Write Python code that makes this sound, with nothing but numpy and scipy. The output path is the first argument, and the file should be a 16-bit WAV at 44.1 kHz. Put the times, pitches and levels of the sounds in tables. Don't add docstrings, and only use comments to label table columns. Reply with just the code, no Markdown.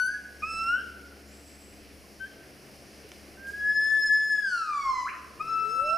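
import sys
import numpy as np
from scipy import signal
from scipy.fft import rfft, irfft
from scipy.io import wavfile
from scipy.ndimage import uniform_filter1d

SR = 44100
rng = np.random.default_rng(int(sys.argv[2]) if len(sys.argv) > 2 else 0)


def dump_mix(stems):
    frames = np.atleast_2d(stems).T
    limited = np.clip(frames, -1, 1)
    pcm = np.round(limited * 32767).astype(np.int16)
    wavfile.write(sys.argv[1], SR, pcm)


def attenuation_scalar(level_db):
    decades = np.asarray(level_db, float) / 20
    return 10 ** decades


N = 263277
LEAD_S = .4
T = np.arange(-int(LEAD_S * SR), N) / SR

# time in seconds, gain in dB.
BACKGROUND_SWELL = [
    (0.0, -6.5),
    (0.15, -3),
    (0.4, 1.3),
    (1.6, 0.4),
    (3.1, 2.7),
    (3.7, 1.4),
    (4.5, -5),
    (4.75, -5.5),
    (5.4, 1.2),
    (5.97, 1),
]


def colour(points, hz):
    p = np.array(points)
    return attenuation_scalar(np.interp(np.log(np.maximum(hz, 1)), np.log(p[:, 0]), p[:, 1]))


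def curve(points):
    s, *cols = np.transpose(points)
    return np.array([np.interp(T, s, c) for c in cols])


def tent(s, half_s):
    return np.clip(1 - abs(T - s) / half_s, 0, 1)


def gate(start, end, fade_s=0.0029):
    opening = np.clip((T - start) / fade_s, 0, 1)
    closing = np.clip((end + fade_s - T) / fade_s, 0, 1)
    return opening * closing


def walk(rate):
    steps = rng.standard_normal(int(len(T) / SR * 60) + 2)
    w = np.interp(T - T[0], np.arange(len(steps)) / rate, steps)
    w = uniform_filter1d(w, int(SR / rate))
    return w / w.std()


def band(x, lo_hz, hi_hz):
    sos = signal.butter(2, [lo_hz, min(hi_hz, .45 * SR)], "band", fs=SR, output="sos")
    return signal.sosfilt(sos, x)


def wind():
    # gust centre in seconds, peak level in dB, half width in seconds.
    gusts = [
        (0.63, -60, 0.37),
        (1.15, -74, .15),
        (3.76, -76, .15),
        (4.08, -57.5, .2),
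        (4.87, -62.5, 0.33),
        (5.45, -56, 0.16),
        (5.92, -63, 0.28),
    ]
    calm_db = -86
    puff = band(rng.standard_normal((2, len(T))), 12, 42)
    gust_db = np.max([(db - calm_db) * tent(s, half_s) for s, db, half_s in gusts], axis=0)
    return puff / puff.std() * attenuation_scalar(calm_db + gust_db + 10.0 + 5.8 * walk(2.4))


def motor(hz=70.23):
    # multiple of the motor rate, level in dB.
    multiples = [
        (1, 2),
        (3, -4),
        (4, -3.5),
    ]
    # time in seconds, motor load in dB.
    load = [(0.0, 1.7), (0.95, 1), (1.96, 0.5), (2.06, -3), (3.11, -6.5), (3.3, -1), (3.6, -2), (3.8, -6),
            (4.4, -7), (4.85, -5), (5.3, -2.5), (5.45, -13), (5.97, -7)]
    hum_db, octave_db, octave_per_load = -54.5, -75.5, 1.44
    gain_db, load_db = curve(BACKGROUND_SWELL)[0], curve(load)[0]
    phase = 2 * np.pi * np.cumsum(hz * (1 + 0.0057 * walk(4))) / SR
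    tones = sum(attenuation_scalar(g + walk(7)) * np.sin(k * phase) for k, g in multiples)
    hum = attenuation_scalar(hum_db + gain_db + load_db - 3.0) * tones
    octave_level_db = octave_db + gain_db - octave_per_load * load_db + 3.5 * walk(2.4)
    hum += attenuation_scalar(octave_level_db) * np.sin(2 * phase)
    return hum * attenuation_scalar(np.array([[1.3], [-1.3]]))


def wood():
    # frequency in Hz, density in dB per Hz.
    rumble = [(26, -37.5), (45, -24), (70, -14.5), (162, -19.5), (210, -10), (246, -18.5), (280, -11),
              (712, -16), (909, -25), (1400, -22.5), (1820, -20), (3080, -120)]
    # frequency in Hz, density in dB per Hz.
    leaves = [(700, -23), (1300, -9.5), (2100, 2.5), (2900, 0.5), (3700, -7), (4400, -1), (5300, 2),
              (6300, -5), (7200, -10), (8600, -9.5), (9800, -4), (12000, -10.5), (15000, -9.5)]
    # frequency in Hz, side minus mid in dB.
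    wood_side = [(60, -7), (110, -15), (200, -10.5), (380, -19.5), (690, -11), (1270, -2.5), (2340, -7),
                 (4320, -14), (7960, -26), (14700, -38.5)]
    # frequency in Hz, left minus right in dB.
    wood_lean = [(60, 4.5), (110, 3), (200, 3), (380, 1.5), (690, 1), (1270, -1), (2340, -0.5), (4320, -1),
                 (7960, 3), (14700, -4)]
    rumble_db, hiss_db, hiss_follows = -53.5, -69, 0.53
    gain_db = curve(BACKGROUND_SWELL)[0]
    low_db = rumble_db + gain_db
    high_db = hiss_db + hiss_follows * gain_db

    hz = np.fft.rfftfreq(len(T), 1 / SR)
    spectrum = np.hypot(colour(rumble, hz), attenuation_scalar(-19.0) * colour(leaves, hz))
    mid, side = rfft(rng.standard_normal((2, len(T)))) * spectrum
    side = side * colour(wood_side, hz)
    lean = np.sqrt(colour(wood_lean, hz))
    pair = np.array([(mid + side) * lean, (mid - side) / lean])

    out = 0
    for octave in range(10):
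        centre = 25 * 2. ** octave
        slot = np.clip(1 - abs(np.log2(np.maximum(hz, 1) / centre)), 0, 1)
        hiss_share = np.clip(np.log2(centre / 400) / 2.73, 0, 1)
        db = (1 - hiss_share) * low_db + hiss_share * (high_db + 8.5)
        flicker_db = .6 * walk(6) + .7 * walk(25)
        out = out + attenuation_scalar(db + flicker_db) * irfft(pair * slot, len(T))
    return out * attenuation_scalar(28)


def bird(trill_hz=45, depth=.065):
    # swell centre in seconds, peak level in dB.
    swells = [
        (1.285, -64),
        (1.33, -60),
        (1.475, -57.5),
        (1.609, -59),
        (1.69, -67),
    ]
    start, end = 1.26, 1.75
    top_hz, slide_in_hz, slide_out_hz, slide_s = 7900, 1000, 400, .065
    fade_db_per_s = 300
    hz = top_hz - slide_in_hz * tent(start, slide_s) - slide_out_hz * tent(end, slide_s)
    db = np.max([peak_db - fade_db_per_s * abs(T - s) for s, peak_db in swells], axis=0)
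    beat = np.sin(2 * np.pi * trill_hz * T + 1.7 * walk(26))
    swoop = hz * (1.015 - depth * ((1 + beat) / 2) ** 2 + 0.0096 * walk(60))
    return gate(start, end) * attenuation_scalar(db - beat) * np.sin(2 * np.pi * np.cumsum(swoop) / SR)


def branches():
    # start in seconds, peak level in dB, centre frequency in Hz.
    ticks = [
        (1.1694, -50, 1500),
        (2.111, -56, 2300),
        (2.6697, -48, 2310),
        (3.09, -42.5, 5110),
        (3.1176, -32, 1990),
        (3.1376, -45, 5300),
        (3.4697, -42, 1620),
    ]
    # start in seconds, peak level in dB, ring frequency in Hz.
    knocks = [
        (2.039, -55, 1060),
        (3.018, -70, 450),
        (3.047, -43, 420),
        (3.28, -50, 377),
    ]
    # start in seconds, peak level in dB, ring frequency in Hz.
    chip = (.4, -54, 5500)
    out, t = np.zeros(len(T)), np.arange(2000) / SR
    for s, db, hz in ticks:
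        decay = np.exp(-t / .0006) + .25 * np.exp(-t / .004)
        burst = band(rng.standard_normal(len(t)) * decay, hz / 3, hz * 2.5)
        i = int((s - T[0]) * SR)
        out[i:i + len(t)] += attenuation_scalar(db) * burst / abs(burst).max()
    for s, db, hz in [*knocks, chip]:
        i = int((s - T[0]) * SR)
        swell = (t / 0.0051) * np.exp(1 - t / 0.0051)
        out[i:i + len(t)] += attenuation_scalar(db) * swell * np.sin(2 * np.pi * hz * t)
    return out


def rustle():
    # start in seconds, level in dB, fade in seconds.
    shakes = [
        (3.12, -68, .05),
        (3.462, -53.5, 0.11),
        (3.59, -66, .05),
    ]
    shake = 0
    for s, db, fade_s in shakes:
        onset = np.clip((T - s) / .012, 0, 1)
        shake = shake + attenuation_scalar(db) * onset * np.exp(-np.maximum(T - s, 0) / fade_s)
    grain = attenuation_scalar(2.5 * walk(80))
    return shake * grain * band(rng.standard_normal(len(T)), 4200, 13000)


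def trunks(x, rise_s=0.0019, t60_low=0.93, t60_mid=0.45, t60_high=0.68, side_db=-8.0):
    t = np.arange(int(1.3 * SR)) / SR
    first_s = .036
    rise = np.clip((t - first_s) / rise_s, 0, 1)
    noise = rng.standard_normal((2, len(t)))
    low = band(noise, 140, 1640) * attenuation_scalar(-60 * t / t60_low)
    middle = band(noise, 2790, 2800) * attenuation_scalar(-60 * t / t60_mid + 8.0)
    high = np.clip(t / 0.021, 0, 1) * band(noise, 3300, 10400) * attenuation_scalar(-60 * t / t60_high + 10.5)
    rise += 0.97 * np.exp(-((t - .042) / 0.003) ** 2)
    rise += 0.85 * np.exp(-((t - .075) / 0.0095) ** 2)
    cloud = low * rise + middle * rise + high
    mid, side = cloud / np.sqrt(SR * 0.059) * [[1], [attenuation_scalar(side_db)]]
    side = band(side, 100, 3500)
    return signal.fftconvolve(x[None], [mid + side, mid - side], axes=1)[:, :len(x)]


def limbs(x, fade_s=0.021):
    t = np.arange(1200) / SR
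    shape = np.clip(t / 0.0028, 0, 1) * np.exp(-t / fade_s) / np.sqrt(SR * 0.0057)
    mid, side = rng.standard_normal((2, len(t))) * shape
    side = 0.43 * band(side, 200, 3000)
    return signal.fftconvolve(x[None], [mid + side, mid - side], axes=1)[:, :len(x)]


def whoop():
    # time in seconds, pitch in Hz, level in dB.
    glide = [
        (5.45, 409.4, -68),
        (5.48, 414, -58),
        (5.6, 435.5, -57.5),
        (5.681, 423, -44.5),
        (5.76, 501.4, -51.5),
        (5.854, 595, -36),
        (5.97, 679, -39.5),
    ]
    s, hz, db = np.transpose(glide)
    smooth_hz = uniform_filter1d(np.interp(T, s, hz), size=1500)
    phase = 2 * np.pi * np.cumsum(smooth_hz) / SR
    level = attenuation_scalar(np.interp(T, s, db) + 2.5) * gate(s[0], s[-1])
    return level * (np.sin(phase) + attenuation_scalar(-36.0) * np.sin(2 * phase))


def pitch():
    # time in seconds, pitch in Hz.
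    pitch_first = [(0, 1486), (.04, 1497), (.07, 1530), (.1, 1600), (.13, 1670), (.16, 1680), (.21, 1660)]
    pitch_rise = [(.41, 1190), (.44, 1250), (.47, 1300), (.5, 1328), (.55, 1318), (.67, 1352), (.72, 1418),
                  (.76, 1490), (.83, 1650)]
    pitch_blip = [(2.18, 1530), (2.23, 1546), (2.252, 1570), (2.265, 1700), (2.3, 1800)]
    pitch_hold = [(3.36, 1520), (3.42, 1590), (3.5, 1610), (3.55, 1650), (3.7, 1706), (3.91, 1742),
                  (4.09, 1713), (4.17, 1726), (4.3, 1723)]
    pitch_last = [(5.39, 1190), (5.41, 1240), (5.44, 1310), (5.48, 1328), (5.59, 1316), (5.69, 1322),
                  (5.84, 1321), (5.97, 1350)]
    droop_hz_per_s = 380
    sag_at_s, sag_from_hz, rest_hz, sag_s = 4.42, 1683, 850, .344
    leap_at_s, leap_s, leap_top_hz = 5.08, .009, 3300
    hz = curve(pitch_first + pitch_rise + pitch_blip + pitch_hold + pitch_last)[0]
    held_s, held_hz = pitch_hold[-1]
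    sag = rest_hz + (sag_from_hz - rest_hz) * np.exp(-(T - sag_at_s) / sag_s)
    sag = np.minimum(sag, held_hz - droop_hz_per_s * (T - held_s))
    leap_share = .5 + .5 * np.tanh((T - leap_at_s) / leap_s / 2)
    leap = sag * (leap_top_hz / sag) ** leap_share
    in_fall = (T > held_s) & (T < pitch_last[0][0] - .1)
    return uniform_filter1d(np.where(in_fall, leap, hz), size=400)


def gibbon(note, phase, hz, tilt_db, third_db, fifth_db, octave_db, beam=1.4, muffle_db=1.6):
    # time in seconds, turned left in dB, turned to the microphone in dB.
    head = [(.016, 5.5, 4), (.08, 5, 4.5), (.2, 5, -30), (.44, -1, 3.2), (.52, -5.5, 5.3), (.62, -5, 6.8),
            (.72, 3, 0.8), (2.24, 7, 2), (3.5, -4, 0.9), (3.7, 5.5, 0), (4.4, 7.5, -1.8), (4.5, 3.5, -1),
            (4.93, -2, -4.5), (5.052, 3, 3), (5.078, 0.1, -7.5), (5.41, 3, 0.6), (5.8, 20, -2.9),
            (5.88, -11.5, 2.1)]
    # centre in seconds, depth in dB, half width in seconds.
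    fades = [(3.52, 25, 0.017), (4.4, 16, 0.0079), (2.7, -3, 0.013), (3.734, 10, 0.033), (3.82, 6.5, 0.047),
             (3.885, 1.5, 0.039), (4.0, -2.5, .035), (4.04, 7, .02), (2.7, -2.5, 0.077),
             (3.595, -4.5, 0.026), (5.8, -6, 0.0063), (4.073, 16, 0.029), (4.29, 9, 0.011),
             (4.368, 11, 0.015), (4.41, 11, .02), (4.7, -6, 0.061), (.72, 6, 0.008), (5.47, 3, 0.023),
             (4.503, 8, 0.036), (5.883, 11, 0.054)]
    # frequency in Hz, gain in dB.
    throat = [(2800, -30), (3500, -19), (4200, -9.5), (5200, -6), (6000, -11), (6700, -14.5), (7900, -15.5),
              (9200, -17), (10400, -18.5), (12000, -23.5), (14000, -30), (15500, -37)]
    # frequency in Hz, gain in dB.
    octave_throat = [(2000, 0.5), (2300, -5.5), (2650, -12.5), (2900, -23.5), (3100, -25.5), (3450, -27),
                     (4000, -65)]
    mouth_on_octave = .2
    top_loss_db = 9

    moves = np.vstack([curve(note), curve(head)])
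    effort_db, mouth_db, pan_db, face_db = uniform_filter1d(moves, size=200)
    one_db = effort_db - sum(db * tent(s, half_s) for s, db, half_s in fades)
    two_db = effort_db + octave_db + mouth_on_octave * (mouth_db + 10)
    top_db = effort_db + mouth_db
    start = note[0][0] if note[0][0] > .1 else -.25
    shut = gate(start, note[-1][0]) * np.sqrt(2)
    speed = np.clip(abs(np.gradient(hz)) / .5, 0, 1)
    crack_db = 6 * speed * np.sin(2 * np.pi * 60 * T) ** 2

    low = shut * attenuation_scalar(one_db) * np.sin(phase)
    top = attenuation_scalar(two_db) * (1 + 0.22 * walk(30)) * colour(octave_throat, 2 * hz) * np.sin(2 * phase)
    slope_db = tilt_db - muffle_db * np.clip((1300 - hz) / 230, 0, 1)
    for k in range(3, 11):
        db = top_db + slope_db * (k - 4.5)
        db = db + third_db * (k == 3) + fifth_db * (k == 5) - top_loss_db * (k > 7)
        flutter = 1 + 0.3 * walk(45)
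        top += attenuation_scalar(db) * flutter * colour(throat, k * hz) * np.sin(k * phase)
    top *= shut

    pan = np.array([pan_db, -pan_db]) / 2
    heard_low = low * attenuation_scalar(face_db + pan - crack_db)
    heard_top = top * attenuation_scalar(beam * face_db + 0.2 * pan)
    return low + top, heard_low + heard_top


def scene():
    # time in seconds, effort in dB, mouth opening in dB (overtones against the fundamental).
    note_first = [
        (0.016, -26, -16.5),
        (0.038, -25, -19),
        (0.072, -32.5, -7.5),
        (0.14, -27.5, -36),
        (0.2, -64, -25),
    ]
    note_rise = [(0.42, -41.5, -27), (0.437, -27, -22), (0.468, -39.5, -13.5), (0.522, -42, -3.5),
                 (0.6, -38.5, -8.5), (0.664, -33, -17), (0.69, -24, -20), (0.746, -22, -47),
                 (0.821, -44, -27)]
    note_blip = [
        (2.195, -58, -24),
        (2.209, -38.5, -44),
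        (2.245, -37.5, -39),
        (2.275, -56, -25),
    ]
    note_hold = [(3.37, -54, -17), (3.41, -50.5, -32), (3.49, -34, -32), (3.61, -33, -30),
                 (3.704, -22.5, -28), (3.94, -21, -21), (4.04, -23.5, -18), (4.12, -19, -26.5),
                 (4.24, -30, -16)]
    note_fall = [(4.335, -23, -23), (4.44, -25.5, -22.5), (4.53, -22.5, -21.5), (4.6, -27, -23.5),
                 (4.69, -29.5, -26), (4.76, -28.5, -16.5), (4.9, -23, -21.5), (4.97, -29, -17.5),
                 (5.024, -35.5, -8)]
    note_leap = [
        (5.044, -32.5, -32),
        (5.067, -23.5, -56),
        (5.09, -28, -60),
        (5.102, -49, -15),
    ]
    note_last = [(5.395, -41.5, -39), (5.411, -22.5, -30), (5.44, -39, -22), (5.513, -29.5, -14),
                 (5.577, -25.5, -36.5), (5.7, -30.5, -10.5), (5.815, -27, -21), (5.913, -24, -23.5),
                 (5.97, -31, -22)]
    # overtone tilt in dB per step, third overtone in dB,
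    # fifth overtone in dB, octave in dB.
    voices = [
        (1.6, 0.5, -10, -13.5),
        (-1.5, -11, -9, 6),
        (-1.5, -3, -1.5, 11),
        (-0.1, 5.25, -1.5, -6),
        (-1.8, -0.5, -7.5, 1),
    ]
    hz = pitch()
    phase = 2 * np.pi * np.cumsum(hz * (1 + 0.00083 * walk(30))) / SR
    notes = (note_first, note_rise, note_blip, note_hold + note_fall + note_leap, note_last)
    songs = [gibbon(note, phase, hz, *voice) for note, voice in zip(notes, voices)]
    mouth = sum(mono for mono, _ in songs)
    low, far, wood_hits = whoop(), bird(), branches() + rustle()
    direct = attenuation_scalar(-2.5) * sum(pair for _, pair in songs) + low + far + wood_hits
    sent = attenuation_scalar(-8.0) * mouth + attenuation_scalar(-10.0) * low + attenuation_scalar(-3) * far + attenuation_scalar(-29.0) * wood_hits
    scatter = trunks(sent) + attenuation_scalar(-11.5) * limbs(mouth)
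    return (direct + scatter + wood() + motor() + wind())[:, -N:]


def top_cut(x):
    return signal.sosfilt(signal.butter(12, 15260, fs=SR, output="sos"), x)


def record(dry):
    cut = signal.ellip(8, .2, 60, 14900, fs=SR, output="sos")
    mix = signal.sosfilt(cut, dry)
    return top_cut(mix)


dry = scene()
out = record(dry)
dump_mix(out)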